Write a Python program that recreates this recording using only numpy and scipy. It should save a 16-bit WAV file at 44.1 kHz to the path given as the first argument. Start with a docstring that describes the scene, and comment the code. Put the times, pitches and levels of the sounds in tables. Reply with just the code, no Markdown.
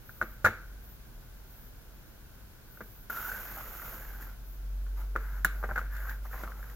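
"""Indoors at a craft table: a plastic paper trimmer, close under a small stereo microphone.
Its clear rail is dropped shut, the blade head rasps through the sheet, the rail is unlatched and lifted,
the paper slides away. Contacts are decaying modes and noise with a hollow ring around 1.5 kHz; cut and
strokes are random slips driving resonances. Under them lie shaped noise for room and microphone hiss,
and a deep swelling sine, like an engine outside."""
import sys
import numpy as np
from scipy import signal
from scipy.fft import rfft, irfft, next_fast_len
from scipy.io import wavfile

SR = 44100
rng = np.random.default_rng(int(sys.argv[2]) if len(sys.argv) > 2 else 0)


def to_wav(sig):
    """Store sig (one row per channel, or 1-D mono) as 16-bit WAV at the path in sys.argv[1].

    Samples outside -1..1 are clipped; the rate is SR.
    """
    pcm = np.clip(np.atleast_2d(sig), -1, 1) * 32767
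    pcm = np.round(pcm).astype(np.int16)
    wavfile.write(sys.argv[1], SR, pcm.T)  # frames by channels


N = 297818
TIME = np.arange(N) / SR   # s

# Room rumble and hiss under the take; spectra: (frequency [Hz], relative density [dB per Hz])
RUMBLE_SPECTRUM = [(13, -52), (22, -3.5), (46, -4), (63, -9), (75, -13), (118, -13.5), (194, -20),
                   (237, -19), (278, -25), (319, -22), (352, -26), (389, -24.5), (1130, -33), (1520, -45),
                   (2500, -44), (3250, -74), (5500, -120)]
MIC_HISS_SPECTRUM = [(500, 1.5), (2000, 3), (4000, 1.5), (7000, -0.5), (8000, -5.5), (9000, -3), (10200, 1),
                     (11800, -4), (12500, 5), (16000, 1)]
TOP_HISS_SPECTRUM = [(9000, -41), (11600, -11), (12200, -4), (14000, -3), (16000, -7.5)]
# Left-right likeness of the rumble: (frequency [Hz], likeness [-1 to 1])
RUMBLE_LIKENESS = [(30, 0.88), (90, 0.78), (200, 0.6), (600, 0.3), (1000, 0.61), (1450, .85), (2000, 0.46),
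                   (3000, -0.28)]
# Swells of the highest hiss: (time [s], length [s], level [dB])
TOP_HISS_SWELLS = [(0.074, 0.26, -54.5), (0.846, 0.1, -55.5), (1.505, 0.18, -56), (2.718, 0.32, -56),
                   (4.477, 0.078, -55.5)]
# Deep drone, before a slight trim: (time [s], level [dB])
DRONE_LEVEL = [(0.1, -74), (0.23, -46.5), (0.43, -55), (0.74, -44), (0.93, -54), (1.44, -51), (1.53, -61),
               (1.7, -59), (3.87, -50), (4.09, -43.5), (4.53, -42), (4.73, -33.5), (6.0, -35.5),
               (6.7, -43.5)]

# Plastic contacts of rail and blade head; thud and crack are trimmed later:
# (time [s], ring peak [dB], ring frequency [Hz], thud level [dB], thud centre [Hz], crack level [dB])
KNOCKS = [(0.093, -37, 1500, -57, 1040, -56), (0.098, -42, 1520, -59, 1040, -56),
          (0.214, -15, 1480, -36, 700, -41), (0.2172, -23, 1240, -40, 1150, -45),
          (0.225, -21.5, 1500, -38, 480, -41), (0.4444, -29, 1520, -29.5, 640, -28),
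          (0.4478, -7, 1460, -29, 640, -31), (0.4519, -12.5, 1440, -32, 900, -24.5),
          (0.457, -20, 1680, -34, 900, -38), (0.4612, -9.5, 1400, -24.5, 635, -29),
          (0.4636, -16, 1440, -37, 630, -38), (0.4695, -14, 1720, -34, 500, -34),
          (0.483, -24, 1570, -37, 400, -45), (0.486, -27, 1380, -45, 400, -48),
          (2.773, -41, 1480, -59, 600, -60), (2.806, -39, 1480, -43.5, 480, -52),
          (2.811, -34, 1500, -55, 700, -57), (3.0984, -27, 1430, -48, 480, -50),
          (3.1032, -25.5, 1400, -51, 1100, -51), (3.154, -32, 1420, -60, 700, -54),
          (3.721, -46, 1460, -54, 700, -59), (3.953, -47, 1600, -63, 700, -56),
          (4.021, -39, 1630, -72, 700, -58), (4.226, -38, 1730, -65, 700, -48),
          (4.296, -41, 1470, -65, 700, -51), (4.865, -47, 1420, -59, 700, -69),
          (5.154, -37, 1450, -38, 480, -60), (5.161, -17.5, 1366, -34, 484, -41),
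          (5.4472, -8.5, 1645, -38, 695, -22.5), (5.4499, -14, 1470, -40.5, 596, -41),
          (5.628, -41, 1440, -42, 900, -60), (5.6367, -32, 1460, -33.5, 500, -47),
          (5.642, -25.5, 1530, -41, 700, -58), (5.69, -32, 1440, -40.5, 700, -73),
          (5.703, -35, 1500, -45, 700, -68), (5.7112, -26, 1490, -42, 520, -62),
          (5.717, -32, 1400, -42, 900, -66), (5.758, -25, 1490, -42.5, 630, -42),
          (5.761, -19.5, 1530, -40, 630, -45), (5.771, -25, 1480, -47, 1000, -56),
          (5.7773, -19, 1500, -39.5, 900, -39.5), (5.782, -25, 1480, -44, 600, -41),
          (5.791, -24, 1320, -44, 1100, -44), (5.814, -32, 1510, -48, 400, -58),
          (5.949, -36, 1520, -65, 700, -49), (5.965, -34, 1550, -62, 700, -44),
          (6.094, -31, 1540, -70, 700, -38), (6.159, -50, 1510, -69, 700, -62),
          (6.253, -52, 1500, -47, 750, -53), (6.331, -35, 1800, -46, 900, -58),
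          (6.34, -44, 1300, -43, 800, -57), (6.356, -52, 1400, -48, 950, -53),
          (6.378, -38, 1780, -53, 900, -61), (6.435, -31, 1400, -40, 610, -43),
          (6.519, -40, 1520, -65, 700, -60), (6.592, -54, 1300, -51.5, 620, -58),
          (6.628, -37.5, 1600, -56, 700, -55), (6.641, -42, 1560, -59, 700, -56),
          (6.698, -42, 1920, -69, 1100, -48)]
# Modes of the trimmer's bed: (frequency [Hz], relative level [dB], t60 [s])
BED_MODES = [(211, -8, 0.1), (363, -8.5, 0.073), (429, -8, 0.031), (515, -1, 0.048), (620, -1.5, 0.039),
             (726, -8.5, 0.057), (792, -6.5, 0.064), (900, -6.5, 0.057), (1048, -2, 0.059),
             (1203, 1.5, 0.041)]
# Bright crack of a contact: (frequency [Hz], relative density [dB per Hz])
CRACK_SPECTRUM = [(900, -8), (2200, 3), (2900, -2.5), (3900, 1), (5000, -5), (7200, -0.5), (8500, -13.5),
                  (11000, -3.5), (13000, 0), (16000, 1)]
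# Left-right likeness of the crack: (frequency [Hz], likeness [-1 to 1])
CRACK_LIKENESS = [(2000, -0.11), (7000, 0.0075), (12000, -0.11), (15500, -0.34)]
# Heavy blows that reach the table top: (time [s], level of the lower tone [dB], its frequency [Hz])
THUMPS = [(.214, -41, 115), (.228, -47, 206), (.239, -45, 310), (.447, -24.5, 94.6), (.466, -32.5, 90),
          (2.81, -48, 417), (2.818, -45.5, 199), (5.162, -55, 300), (5.448, -34, 187), (5.714, -34, 66),
          (6.435, -43, 167)]

# Rubbing on plastic and paper; spectra: (frequency [Hz], relative density [dB per Hz])
SCRAPE_SPECTRUM = [(100, -13), (210, 4.5), (300, -3.5), (520, 1), (800, -1.5), (1100, 1.5), (1600, -16),
                   (2050, 0.5), (2350, -9.5), (2700, -15), (4000, -15.5)]
RUB_HISS_SPECTRUM = [(1500, -5.5), (2500, -5), (4500, -13), (7000, -6.5), (8800, -7.5), (10300, -6),
                     (11700, -4), (12300, 6.5), (14000, 7), (16000, -5)]
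# Left-right likeness of the rubbing: (frequency [Hz], likeness [clipped to -1 to 1])
RUB_LIKENESS = [(200, 0.69), (1400, 1), (2100, 0.12), (4000, 0.087), (7000, 1), (8500, -2.9),
                (10000, -0.0027), (13000, 0.58), (14500, 0.12), (15500, 0.57)]
# Single fibres snap, each at its own pitch: (frequency [Hz], relative level [dB])
SNAP_PITCHES = [(520, -3), (680, -3.5), (850, 0.5), (1080, -2), (1300, 6), (1550, 0), (1850, -1),
                (2150, -11)]
# Speed of the blade head, given as the level of its hiss: (time [s], level [dB])
HEAD_SPEED = [(3.12, -45), (3.232, -43.5), (3.496, -48.5), (3.612, -47.5), (3.62, -49.5), (3.916, -48),
              (4.2, -58), (4.218, -51.5), (4.36, -66.5)]
# The rail's ring shifts as the head travels along it: (time [s], frequency [Hz])
RAIL_RING = [(3.1, 1410), (3.28, 1500), (3.42, 1580), (3.56, 1590), (3.63, 1400), (3.86, 1440),
             (4.04, 1620), (4.3, 1460)]
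# The blade drags harder: (time [s], length [s], level [dB], rasp frequency [Hz])
DRAGS = [(3.217, .012, -58, 700), (3.275, .025, -51, 900), (3.428, .02, -55, 2080),
         (3.487, .035, -53, 2110), (3.572, 0.017, -51, 730), (3.605, .015, -56, 2060),
         (3.815, 0.1, -60, 2060)]
# High rasps reach the right side with opposite sign: (frequency [Hz], right over left [ratio])
DRAG_RIGHT_OVER_LEFT = [(1400, 0.83), (2000, -0.41)]
# Strokes of fingers and sheet on the bed; scrape is trimmed later:
# (time [s], length [s], ring level [dB], scrape level [dB], hiss level [dB], ring frequency [Hz])
STROKES = [(4.991, 0.017, -56.5, -50.5, -55.5, 1330), (5.208, 0.18, -53, -58, -59, 1480),
           (5.523, 0.29, -63, -57.5, -59, 1500), (5.825, 0.034, -50, -60, -72, 1540),
           (5.935, 0.1, -47, -57.5, -53, 1630), (6.071, 0.018, -44, -53, -52, 1500),
           (6.103, .012, -44.5, -54, -50.5, 1780), (6.254, 0.017, -61, -57, -55.5, 1290),
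           (6.326, 0.028, -51, -58.5, -50, 1600), (6.39, 0.04, -57, -48.5, -54, 1430),
           (6.468, 0.043, -52.5, -54, -60, 1130), (6.574, .15, -59, -60.5, -58, 1530)]
# The latch springs open: (frequency [Hz], relative level [dB], t60 [s])
LATCH_MODES = [(7430, -2.5, 0.017), (8640, -5, 0.017), (10100, -9, 0.056), (11200, -4.5, 0.029),
               (13900, 0, 0.031)]


def from_db(db):
    """Decibels to gain."""
    return 10 ** (np.asarray(db) / 20)


def rms_one(x):
    """Scale to unit power."""
    return x / np.sqrt(np.mean(x ** 2) + 1e-20)


def in_time(rows):
    """Each column of a curve at every sample."""
    s, *columns = np.transpose(rows)
    return [np.interp(TIME, s, column) for column in columns]


def at_hz(points, hz):
    """Read a curve on a log-frequency axis."""
    f, value = np.transpose(points)
    return np.interp(np.log(hz + 1e-6), np.log(f), value)


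def envelope(s, length_s, attack_s, release_s):
    """Rise until time s, hold for the length, then decay with time constant release_s."""
    rise = np.clip(1 + (TIME - s) / attack_s, 0, 1)
    return rise * np.exp(-np.maximum(TIME - s - length_s, 0) / release_s)


def fade(t, t60):
    """Exponential decay by 60 dB in t60 seconds."""
    return np.exp(-np.log(1000) * t / t60)


def add(out, s, sound):
    """Mix a short sound in at time s."""
    start = int(s * SR)
    out[:, start:start + sound.shape[-1]] += sound[..., :N - start]


def drift(rate):
    """Random wandering of spread 1, with rate new targets per second."""
    knots = rng.standard_normal(4000)
    return rms_one(np.interp(TIME * rate, np.arange(len(knots)), knots))


def coloured(pair, spectrum, likeness):
    """Two unrelated signals become left and right with a given spectrum and likeness; rms 1."""
    length = pair.shape[1]
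    size = next_fast_len(length)
    hz = np.fft.rfftfreq(size, 1 / SR)
    mid, side = rfft(pair, size) * from_db(at_hz(spectrum, hz))
    alike = np.clip(at_hz(likeness, hz), -1, 1)
    stereo = np.sqrt(1 + alike) * mid + np.sqrt(1 - alike) * side * [[1], [-1]]
    return rms_one(irfft(stereo, size)[:, :length])


def resonate(x, hz, width_hz):
    """A resonance whose centre may move: shift it to zero, low-pass, shift back."""
    turn = np.exp(2j * np.pi * np.cumsum(hz * np.ones(len(x))) / SR)
    r = np.exp(-np.pi * width_hz / SR)
    return 2 * np.real(turn * signal.lfilter([1 - r], [1, -r], x / turn))


def soften(x, top_hz):
    """Yielding plastic passes little above a limit."""
    return signal.sosfilt(signal.butter(4, top_hz, fs=SR, output="sos"), x)


def hollow(force, hz, width_hz, skirt_hz, sway_hz=2100, sway_width_hz=280, sway_db=-9):
    """The hollow ring: one mode in step on both sides, and a weaker, higher one of opposite sign."""
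    force = resonate(force, 1376, skirt_hz)
    main = resonate(force, hz, width_hz) * from_db([[.85], [-.85]])
    sway = from_db(sway_db) * resonate(force, sway_hz, sway_width_hz) * np.array([[-1], [1]])
    return soften(main + sway, top_hz=2150)


def background(rumble_db=-51.5, hiss_db=-59.0, ring_db=-68, top_db=-64, hum_hz=119.5, hum_db=-66):
    """Noise shaped as rumble, hollow ring, microphone hiss and a swelling top, plus a faint hum."""
    rumble = coloured(rng.standard_normal((2, N)), RUMBLE_SPECTRUM, RUMBLE_LIKENESS)
    ring = rms_one(hollow(rng.standard_normal(N), 1500, width_hz=260, skirt_hz=800))
    hiss = coloured(rng.standard_normal((2, N)), MIC_HISS_SPECTRUM, [(2000, -0.2), (14000, -0.18)])
    swells = sum(from_db(db) * envelope(s, length_s, attack_s=0.049, release_s=0.023)
                 for s, length_s, db in TOP_HISS_SWELLS)
    top = coloured(rng.standard_normal((2, N)), TOP_HISS_SPECTRUM, [(12000, 0), (16000, -.1)])
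    top *= np.hypot(from_db(top_db), swells)
    hum = from_db(hum_db) * np.sqrt(2) * np.sin(2 * np.pi * hum_hz * TIME)
    return from_db(rumble_db) * rumble + from_db(ring_db) * ring + hum + from_db(hiss_db) * hiss + top


def drone(start_hz=45.2, wander_hz=3.48, settles_s=3.41, climb_s=3.9, climb_hz_per_s=1.45, trim_db=-0.15):
    """A deep sine of changing level: its pitch wanders, settles, then creeps upward."""
    level_db, = in_time(DRONE_LEVEL)
    wander = wander_hz * drift(5) * np.clip(settles_s - TIME, 0, 1)
    hz = start_hz + wander + climb_hz_per_s * np.maximum(TIME - climb_s, 0)
    return from_db(level_db + trim_db) * np.sqrt(2) * np.sin(2 * np.pi * np.cumsum(hz) / SR)


def bed_thud(t, centre_hz, focus_db_per_octave=6.5):
    """A blow excites mostly the bed's modes near its centre, with random strengths and signs."""
    octaves_off = np.abs(np.log2(np.array(BED_MODES)[:, 0] / centre_hz))
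    luck_db = rng.normal(0, 2.5, len(BED_MODES))
    shares = from_db(luck_db - focus_db_per_octave * octaves_off) * rng.choice([-1, 1], len(BED_MODES))
    modes = sum(share * from_db(db) * np.sin(2 * np.pi * hz * t) * fade(t, t60)
                for share, (hz, db, t60) in zip(shares, BED_MODES))
    return soften(modes, top_hz=1500)


def afterglow(t, db=-32, t60=0.51):
    """The hollow ring scatters round the room and dies away as a band of noise."""
    glow = hollow(rng.standard_normal(len(t)), 1490, width_hz=240, skirt_hz=620, sway_db=-4)
    return from_db(db) * rms_one(glow) * fade(t, t60)


def contact(ring_db, ring_hz, thud_db, thud_hz, crack_db):
    """One contact gives a hollow ring, a thud of the bed, a chatter of the loose rail and a bright crack."""
    t = np.arange(SR * 2 // 5) / SR
    first = slice(SR // 100)   # thud and chatter are levelled over their first 10 ms
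    ring = hollow(1. * (t == 0), ring_hz, width_hz=124, skirt_hz=570)
    ring *= from_db(ring_db) / np.abs(ring).max()
    thud = bed_thud(t, thud_hz)
    thud *= from_db(thud_db - 3) / np.std(thud[first])
    # the more the bed is shaken, the more the rail chatters against it
    chatter = hollow(rng.standard_normal(len(t)) * fade(t, 0.099), 1430, width_hz=450, skirt_hz=1400)
    chatter *= from_db(thud_db - 6) / np.std(chatter[:, first])
    # the crack rises within about 1 ms and leaves a faint, longer rattle
    crack = coloured(rng.standard_normal((2, len(t))), CRACK_SPECTRUM, CRACK_LIKENESS)
    crack *= from_db(crack_db - 3) * (fade(t, 0.045) + from_db(-21) * fade(t, 0.35))
    crack *= 1 - np.exp(-t / 0.001)
    return ring + from_db(ring_db) * afterglow(t) + thud + chatter + crack


def knocks():
    """Rail and blade head strike the bed, singly or in quick rattles."""
    out = np.zeros((2, N))
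    for s, *blow in KNOCKS:
        add(out, s, contact(*blow))
    return out


def room(x, t60=0.3, wet_db=-15.0, delay_s=0.0072):
    """A small furnished room: a delayed, decaying noise tail, the same on both sides."""
    t = np.arange(SR * 3 // 4) / SR
    colour = [(200, 9), (400, 8), (900, -2.0), (1180, -8), (1500, -13),
              (1800, -14), (2200, 9.0), (3000, 8.0), (6000, -4.0)]
    tail = coloured(rng.standard_normal((2, len(t))), colour, [(200, 1.0), (2500, 1.0)])
    tail *= fade(t, t60) * (t > delay_s)
    tail *= from_db(wet_db) / np.sqrt(np.sum(tail ** 2) / 2)
    return signal.fftconvolve(x, tail, axes=1)[:, :N]


def table_top(t60=0.067, overtone_ratio=1.67, overtone_db=-7):
    """The heavier blows set the table booming briefly: a decaying tone with one overtone."""
    out, t = np.zeros((2, N)), np.arange(SR // 3) / SR
    for s, db, hz in THUMPS:
        overtone = from_db(overtone_db) * np.sin(2 * np.pi * overtone_ratio * hz * t)
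        boom = np.sin(2 * np.pi * hz * t) + overtone
        add(out, s, from_db(db) * boom * fade(t, t60))
    return out


def grains(per_s, spread_db):
    """Two random streams of tiny slips of uneven size; rms 1."""
    luck = rng.laplace(size=(2, N))
    slips = rng.random((2, N)) < per_s / SR
    size_db = spread_db * np.minimum(np.abs(luck[slips]), 4)
    out = np.zeros((2, N))
    out[slips] = np.sign(luck[slips]) * from_db(size_db)
    return rms_one(out)


def snaps(per_s, spread_db=3.0, sharpness=9.6):
    """Sparse crackle: every snap rings for a few cycles at one of the sheet's pitches; rms 1."""
    clicks = grains(per_s, spread_db)[0]
    dealt = rng.integers(0, len(SNAP_PITCHES), N)   # which pitch a snap gets
    rings = np.zeros(N)
    for k, (hz, db) in enumerate(SNAP_PITCHES):
        b, a = signal.iirpeak(hz, sharpness, fs=SR)
        rings += from_db(db) * rms_one(signal.lfilter(b, a, clicks * (dealt == k) + 1e-18))
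    return rms_one(soften(rings, top_hz=2280))


def rubbing(ring_db, scrape_db, hiss_db, ring_hz, per_s, grain_db, judder_db,
            flex_hz, flex_width_hz, flex_db, snaps_per_s, snap_db):
    """Fibres catch and let go: dense slips in uneven bunches drive ring, bed, sheet and a fine hiss."""
    judder = from_db(judder_db * drift(130))
    on_rail, on_sheet = grains(per_s, grain_db) * judder
    ring = rms_one(hollow(on_rail, ring_hz, width_hz=230, skirt_hz=730))
    scrape = coloured(grains(per_s, grain_db) * judder, SCRAPE_SPECTRUM, RUB_LIKENESS)
    # the sheet's own resonance wanders as the point of contact moves
    moving_hz = flex_hz * from_db(2.17 * drift(16))
    flex = rms_one(soften(resonate(on_sheet, moving_hz, flex_width_hz), top_hz=1500))
    hiss = coloured(grains(16000, 3.4) * np.sqrt(judder), RUB_HISS_SPECTRUM, RUB_LIKENESS)
    hiss *= from_db([[-1.8], [1.5]])   # stronger on the right
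    rasp = scrape + from_db(flex_db) * flex + from_db(snap_db) * snaps(snaps_per_s)
    return from_db(ring_db) * ring + from_db(scrape_db - 3.5) * rasp + from_db(hiss_db) * hiss


def catches(per_s=18, decay_s=0.006):
    """Now and then the blade catches on a fibre and jumps free: decaying jolts of height 1."""
    starts = 1. * (rng.random(N) < per_s / SR)
    return np.minimum(signal.lfilter([1], [1, -np.exp(-1 / (decay_s * SR))], starts + 1e-18), 1)


CUT_START_S = 3.1


def blade(cruise_db=-47.5):
    """The blade bites at once and comes to rest; ring, scrape and hiss all follow its speed."""
    speed_db = in_time(HEAD_SPEED)[0] - cruise_db
    # the hand pushes unevenly, and the ring wanders with random drift
    surge_db = 1.4 * drift(35) + 2.8 * catches()
    ring_db = -51 + 0.67 * speed_db + surge_db
    scrape_db = -50.5 + 0.69 * speed_db + .5 * surge_db
    hiss_db = -45 + speed_db
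    ring_hz = in_time(RAIL_RING)[0] + 52 * drift(12)
    rub = rubbing(ring_db, scrape_db, hiss_db, ring_hz, per_s=650, grain_db=0.5, judder_db=1.25,
                  flex_hz=728, flex_width_hz=90, flex_db=-9.5, snaps_per_s=120, snap_db=-3.5)
    return envelope(CUT_START_S, length_s=1.22, attack_s=0.0022, release_s=0.039) * rub


def squeal(peak_s=3.33, peak_db=-39, grow_db_per_s=18, fade_db_per_s=108, start_hz=1352, rise_hz_per_s=610):
    """Uneven slips of the blade drive one rising, wobbling resonance: a rough near-squeal in the first push."""
    past_peak = TIME - peak_s
    level_db = peak_db + np.minimum(grow_db_per_s * past_peak, -fade_db_per_s * past_peak)
    level_db += 2.5 * drift(110)   # judder
    hz = start_hz + rise_hz_per_s * np.clip(TIME - CUT_START_S, 0, .5) + 26 * drift(45)
    slips = grains(per_s=800, spread_db=0.0)[0]
    tone = rms_one(resonate(resonate(slips, hz, width_hz=95), hz, width_hz=380))
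    return (TIME > CUT_START_S) * from_db(level_db) * tone


def drags(width_hz=260):
    """Short rasping surges on top of the cut: slips filtered to a band at the rasp's pitch."""
    out = np.zeros((2, N))
    slips = grains(per_s=700, spread_db=-0.5)[0]
    for s, length_s, db, hz in DRAGS:
        edges_hz = [hz - width_hz / 2, hz + width_hz / 2]
        band = signal.butter(2, edges_hz, "band", fs=SR, output="sos")
        rasp = rms_one(signal.sosfilt(band, slips + 1e-18))
        sides = np.array([[1], [at_hz(DRAG_RIGHT_OVER_LEFT, hz)]])
        out += from_db(db) * envelope(s, length_s, attack_s=.015, release_s=0.013) * rasp * sides
    return out


def sheet():
    """Fingers brush the rail and the cut sheet is pushed across the bed, stroke by stroke."""
    s, length_s, *levels_db, hz = np.transpose(STROKES)
    shapes = np.array([envelope(start, length, attack_s=0.038, release_s=0.035)
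                       for start, length in zip(s, length_s)])
    # overlapping strokes add in power
    power = from_db(levels_db) ** 2 @ shapes ** 2
    ring_db, scrape_db, hiss_db = 10 * np.log10(power + 1e-12)
    ring_hz = np.interp(TIME, s + length_s / 2, hz)
    return rubbing(ring_db, scrape_db, hiss_db, ring_hz, per_s=1900, grain_db=1.5, judder_db=0.3,
                   flex_hz=885, flex_width_hz=120, flex_db=-5.0, snaps_per_s=70, snap_db=-1)


def latch(open_s=5.447, level_db=-26):
    """The stiff catch of the rail pings as it lets go: a few high decaying modes."""
    out, t = np.zeros((2, N)), np.arange(SR // 8) / SR
    for hz, db, t60 in LATCH_MODES:
        add(out, open_s, from_db(level_db + db) * np.sin(2 * np.pi * hz * t) * fade(t, t60))
    return out


def scene():
    """The trimmer in its room, over drone and background."""
    trimmer = knocks() + table_top() + blade() + squeal() + drags() + sheet() + latch()
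    return trimmer + room(trimmer) + drone() + background()


def record(dry):
    """The top is cut steeply above 15.9 kHz."""
    return signal.sosfilt(signal.ellip(12, .1, 80, 15900, fs=SR, output="sos"), dry)


dry = scene()
out = record(dry)
to_wav(out)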